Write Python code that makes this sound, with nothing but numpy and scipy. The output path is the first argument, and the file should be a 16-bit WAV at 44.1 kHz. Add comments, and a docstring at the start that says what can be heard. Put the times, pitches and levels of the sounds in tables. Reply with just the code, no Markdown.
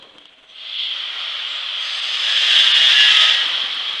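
"""Factory hall: a packing robot lifts its air gripper off a box; valves and linkages click.
Compressed air spurts, settles to a steady hiss with high whistles, then swells to a loud,
hollow rush and dies back. The air rings between nearby panels, a flutter echo that sinks
as the gap widens. A motor whines thinly; machines rumble softly underneath."""
import sys
import numpy as np
from scipy import signal
from scipy.fft import rfft, irfft
from scipy.io import wavfile
from scipy.ndimage import uniform_filter1d, map_coordinates

SR = 44100
rng = np.random.default_rng(int(sys.argv[2]) if len(sys.argv) > 2 else 0)


def bounce(signal):
    """Save signal as a 16-bit WAV file at the path given by the first command-line argument."""
    frames = np.transpose(np.atleast_2d(signal))
    limited = np.clip(frames, -1, 1)
    pcm = np.round(limited * 32767).astype(np.int16)
    wavfile.write(sys.argv[1], SR, pcm)


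N = 176400

# Round-trip rate between the panels: t/s, f/Hz
ECHO_RATE_HZ = [(2.25, 140.3), (2.45, 138.7), (2.55, 134.9), (2.65, 131.8), (2.75, 131.2), (3, 130.8),
                (3.06, 129.5), (3.15, 128.2), (3.24, 126.5), (3.4, 127)]


def amp(db):
    """dB to gain."""
    return 10 ** (np.asarray(db) / 20)


def unit(x):
    """Scale to rms 1."""
    return x / np.sqrt(np.mean(x ** 2) + 1e-20)


def spectrum_db(points, hz):
    """Interpolate a spectrum over log frequency."""
    f, db = np.transpose(points)
    return np.interp(np.log(hz + 1), np.log(f + 1), db)


def envelope(points):
    """Level curve to gain per sample."""
    return amp(np.interp(np.arange(N) / SR, *np.transpose(points)))


def add(mix, start_s, sound):
    """Mix in at start_s, trimmed at both ends of the mix."""
    start = round(start_s * SR)
    sound = sound[max(-start, 0):]
    part = mix[max(start, 0):][:len(sound)]
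    part += sound[:len(part)]


def wander(low_hz, top_hz):
    """Band-limited random motion, rms 1."""
    hz = np.fft.rfftfreq(N, 1 / SR)
    white = rfft(rng.standard_normal(N))
    return unit(irfft(white * hz / (hz + low_hz) / (1 + (hz / top_hz) ** 4), N))


def turbulence(spectrum, eddy_db, ring_db, flutter_db, flutter_hz):
    """Coloured noise, rms 1: broad eddies, narrow lingering resonances, overall flutter."""
    hz = np.fft.rfftfreq(2048, 1 / SR)
    real, imag, eddies, rings = rng.standard_normal((4, len(hz), N // 512 + 5))
    eddies = unit(uniform_filter1d(uniform_filter1d(eddies, size=24, axis=0), size=5, axis=1))
    rings = unit(uniform_filter1d(uniform_filter1d(rings, size=2, axis=0), size=36, axis=1))
    gain = amp(spectrum_db(spectrum, hz)[:, None] + eddy_db * eddies + ring_db * rings)
    noise = signal.istft((real + 1j * imag) * gain, nperseg=2048, noverlap=1536)[1][:N]
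    return unit(noise * amp(flutter_db * wander(5.6, flutter_hz)))


def tone(hz, width_hz, db, rise_s=0.047, fall_s=0.15):
    """Breathy tone along a pitch curve; amplitude and phase sway at random."""
    t = np.arange(len(hz)) / SR
    sway = (wander(0.4, width_hz / 2) + 1j * wander(0.87, width_hz / 2))[:len(t)]
    carrier = np.exp(2j * np.pi * np.cumsum(hz) / SR)
    wave = (sway / np.sqrt(abs(sway) + 1e-6) * carrier).real
    shape = np.minimum(t / rise_s, 1) * np.minimum(t[::-1] / fall_s, 1)
    return amp(db) * shape * unit(wave)


def steady_tones(rows):
    """Sum of breathy tones at constant pitch."""
    out = np.zeros(N)
    for start_s, length_s, hz, width_hz, db in rows:
        add(out, start_s, tone(np.full(int(length_s * SR), hz), width_hz, db))
    return out


def air_rush():
    """Loud turbulent flow: swells, dies back."""
    spectrum = [(120, -69), (200, -62), (449, -33), (517, -33.5), (639, -23.5), (723, -26.5), (803, -26.5),
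                (1200, -24.5), (1270, -23), (1490, -17), (1710, -7), (2350, -13), (2800, -3.5), (3340, 2),
                (3920, -8), (4130, -14.5), (5190, -17.5), (5770, -22.5), (8650, -36), (11900, -49.5),
                (13400, -60)]  # f/Hz, relative level/dB
    swell = [(1.3, -80), (1.75, -46), (1.85, -32.5), (2.08, -26.5), (2.3, -19.5), (2.56, -13), (2.72, -14),
             (2.94, -13), (3.08, -13), (3.27, -13), (3.42, -22.5), (3.6, -38), (3.75, -36), (4, -53)]  # t/s, level/dB
    return envelope(swell) * turbulence(spectrum, eddy_db=0.1, ring_db=1.5, flutter_db=1, flutter_hz=35)


def air_hiss():
    """Steady escape of compressed air."""
    spectrum = [(150, -68), (250, -42.5), (337, -39.5), (400, -31.5), (495, -24), (803, -20), (981, -20),
                (1220, -12.5), (1590, -15), (2410, -10), (2670, -9), (3200, 1.5), (3450, -2.5), (3950, -11),
                (5740, -28.5), (6450, -36), (10300, -47.5), (12200, -57), (13400, -73)]  # f/Hz, relative level/dB
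    flow = [(.45, -56.5), (.65, -36.5), (.82, -38), (.96, -28), (1.1, -28), (1.22, -25), (1.6, -25),
            (2, -25), (3.3, -19.5), (3.58, -21), (3.75, -24), (4, -24.5)]  # t/s, level/dB
    return envelope(flow) * turbulence(spectrum, eddy_db=0.83, ring_db=2, flutter_db=0.13, flutter_hz=40)


def air_spurt():
    """First burst of compressed air."""
    spectrum = [(240, -87), (400, -46), (470, -37), (529, -30.5), (764, -36), (1200, -30), (1870, -32),
                (2050, -14.5), (2630, -15.5), (3270, 2), (3520, -5.5), (6160, -42.5), (11300, -56),
                (13400, -75)]  # f/Hz, relative level/dB
    burst = [(0, -46.5), (.2, -53.5), (.28, -45.5), (.36, -76), (.46, -60), (.5, -45), (.53, -44.5),
             (.57, -37), (.69, -29.5), (.78, -24.5), (.792, -21.5), (.83, -22.5), (.89, -24.5), (1.05, -29),
             (1.5, -55.5), (2, -81)]  # t/s, level/dB
    return envelope(burst) * turbulence(spectrum, eddy_db=1, ring_db=3.3, flutter_db=-0.9, flutter_hz=60)


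def flutter_echo(air, trips=6):
    """One repeat per round trip between the panels; rings like a pipe."""
    trip_gain = [(2.1, -28), (2.35, -10), (2.6, -8), (2.8, -9), (3.25, -10.5), (3.7, -19)]  # t/s, gain per trip/dB
    gain = envelope(trip_gain)
    n = np.arange(N)
    trip_samples = SR / np.interp(n / SR, *np.transpose(ECHO_RATE_HZ))
    echoes = sum(gain ** k * map_coordinates(air, [n - k * trip_samples], order=3)
                 for k in range(1, trips + 1))
    return (air + echoes) * np.sqrt(1 - gain ** 2)


def hollow_tones():
    """Resonances on multiples of the echo rate, sinking with it."""
    resonances = [ (2.23, 0.27, 12, -36), (2.36, 0.18, 20, -30), (2.631, .28, 22, -23.5),
                  (2.7, 0.26, 29, -34), (2.7, 0.23, 24, -31), (2.73, 0.25, 14, -32), (2.76, 0.19, 27, -21),
                  (2.802, .2, 26, -29), (2.798, 0.18, 25, -24), (2.885, 0.31, 21, -24.5),
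                  (2.877, 0.38, 15, -29.5), (2.901, 0.29, 12, -40), (2.94, 0.16, 26, -22),
                  (2.94, 0.19, 13, -20), (2.95, .19, 22, -17.5), (3.05, 0.3, 10, -32),
                  (3.142, 0.32, 15, -30.5), (3.192, 0.17, 5, -43), (3.198, 0.31, 13, -35.5)]  # t/s, length/s, multiple, level/dB
    out = np.zeros(N)
    for start_s, length_s, multiple, db in resonances:
        t = start_s + np.arange(int(length_s * SR)) / SR
        rate_hz = np.interp(t, *np.transpose(ECHO_RATE_HZ))
        add(out, start_s, tone(multiple * rate_hz, width_hz=5.9, db=db, fall_s=0.086))
    return out


def whistles_and_whine():
    """High air whistles and a thin, steady motor whine."""
    high_tones = [ (0, 0.71, 8000, 20, -84), (.46, 0.42, 8100, 27, -76), (0.465, 0.098, 6000, 400, -56),
                  (1.46, 0.21, 7200, 200, -57), (1.46, 0.22, 7700, 450, -57), (1.777, 1, 6240, 500, -49),
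                  (1.767, 0.79, 9600, 800, -62), (1.775, 0.82, 7620, 1100, -54),
                  (1.794, 0.77, 4576, 1200, -36), (1.926, 0.16, 8400, 300, -48.5),
                  (2.099, 1.4, 5105, 11, -41)]  # t/s, length/s, f/Hz, width/Hz, level/dB
    return steady_tones(high_tones)


def clicks(ring_hz=3255, rise_s=0.0005):
    """Valve and linkage impacts: noise burst plus brief ring."""
    impacts = [(.024, -34.5, 0.0063, -12, -0.5), (.183, -30.5, 0.0026, 2, 0.5),
               (0.2554, -30, 0.0016, -11, 1.5), (3.483, -36, 0.0025, -14, 16), (3.667, -34, .003, -12, 8),
               (3.746, -33, .008, -12, 6), (3.893, -28, 0.0055, -12, 2.5), (3.93, -26, .002, -12, 3)]  # t/s, level/dB, decay/s, relative ring/dB, tilt/(dB/octave)
    spectrum = [(300, -9), (1000, -2), (2400, -6), (3250, 13.5), (3800, -13.5), (4500, -9), (6500, -20.5),
                (9500, -23), (13000, -47)]  # f/Hz, relative level/dB
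    out = np.zeros(N)
    t = np.arange(2048) / SR
    hz = np.fft.rfftfreq(len(t), 1 / SR)
    octaves = np.log2(hz / ring_hz + 1e-3)
    ring = np.sin(2 * np.pi * ring_hz * t)
    for start_s, db, decay_s, ring_db, tilt in impacts:
        colour = amp(spectrum_db(spectrum, hz) + tilt * octaves)
        noise = unit(irfft(rfft(rng.standard_normal(len(t))) * colour))
        shape = np.minimum(t / rise_s, 1) * np.exp(-t / decay_s)
        add(out, start_s, amp(db) * shape * (amp(ring_db) * ring + noise))
    return out


def machine_hums():
    """Faint hums of running machines."""
    hums = [(-.05, .4, 301, 31, -62.5), (-.05, 0.24, 535, 18, -53.5), (0.082, 1, 643, 29, -65),
            (2.15, 0.89, 523, 22, -55)]  # t/s, length/s, f/Hz, width/Hz, level/dB
    return steady_tones(hums)


def hall():
    """Distant air lines, deep building drone, machine rumble."""
    line_spectrum = [(90, -18), (170, -16.5), (280, -8.5), (370, -10.5), (480, -6), (650, -6.5), (800, -9),
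                     (1300, -5.5), (2000, -6.5), (2700, -4.5), (3250, 3), (3700, -9.5), (4300, -24),
                     (6500, -25), (10000, -35), (13400, -51)]  # f/Hz, relative level/dB
    drone_spectrum = [(10, 4), (24, -0.5), (40, -12), (80, -12), (140, -13.5), (220, -24), (500, -46)]  # f/Hz, relative level/dB
    rumble_spectrum = [(22, -15), (45, -16), (80, -13.5), (130, -11), (300, 0), (520, -3.5), (800, -8),
                       (1100, -1), (1600, -15), (3000, -35), (7000, -63)]  # f/Hz, relative level/dB
    rumble_level = [(0, -52), (.08, -52), (.2, -56), (.35, -70.5), (1.9, -68.5), (2.55, -52), (3.4, -51.5),
                    (3.58, -46.5), (3.7, -51), (4, -53.5)]  # t/s, level/dB
    air_lines = turbulence(line_spectrum, eddy_db=0.5, ring_db=2, flutter_db=1.6, flutter_hz=20)
    drone = turbulence(drone_spectrum, eddy_db=3.5, ring_db=0, flutter_db=0, flutter_hz=30)
    rumble = turbulence(rumble_spectrum, eddy_db=0, ring_db=2.5, flutter_db=3.4, flutter_hz=25)
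    return amp(-50.5) * air_lines + amp(-76.5) * drone + envelope(rumble_level) * rumble


def scene():
    """Mono mix; only hiss and rush feed the echo."""
    background = hall()
    air = air_spurt() + flutter_echo(air_hiss() + air_rush())
    return (background + air + whistles_and_whine() + machine_hums() + hollow_tones() + clicks())[None]


def record(dry):
    """Brief dips of bass and treble, soft peak limit, low-pass."""
    dips = [(.281, 8), (.772, 10), (2.011, 10), (2.733, 18)]  # t/s, depth/dB
    dip_s, bass_hz, treble_hz = 0.0084, 1000, 4870
    ceiling, cutoff_hz = 0.94, 13300
    t, hz = np.arange(N) / SR, np.fft.rfftfreq(N, 1 / SR)
    low, high = (hz / bass_hz) ** 4, (hz / treble_hz) ** 10
    midband = irfft(rfft(dry) * low / (1 + low) / (1 + high), N)
    dip_db = sum(db * np.exp(-((t - centre_s) / dip_s) ** 2) for centre_s, db in dips)
    dipped = midband + (dry - midband) * amp(-dip_db)
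    limited = dipped / (1 + abs(dipped / ceiling) ** 20) ** (1 / 20)
    lowpass = signal.firwin(201, cutoff_hz, window=("kaiser", 8), fs=SR)
    return signal.oaconvolve(limited, lowpass[None], "same")


dry = scene()
out = record(dry)
bounce(out)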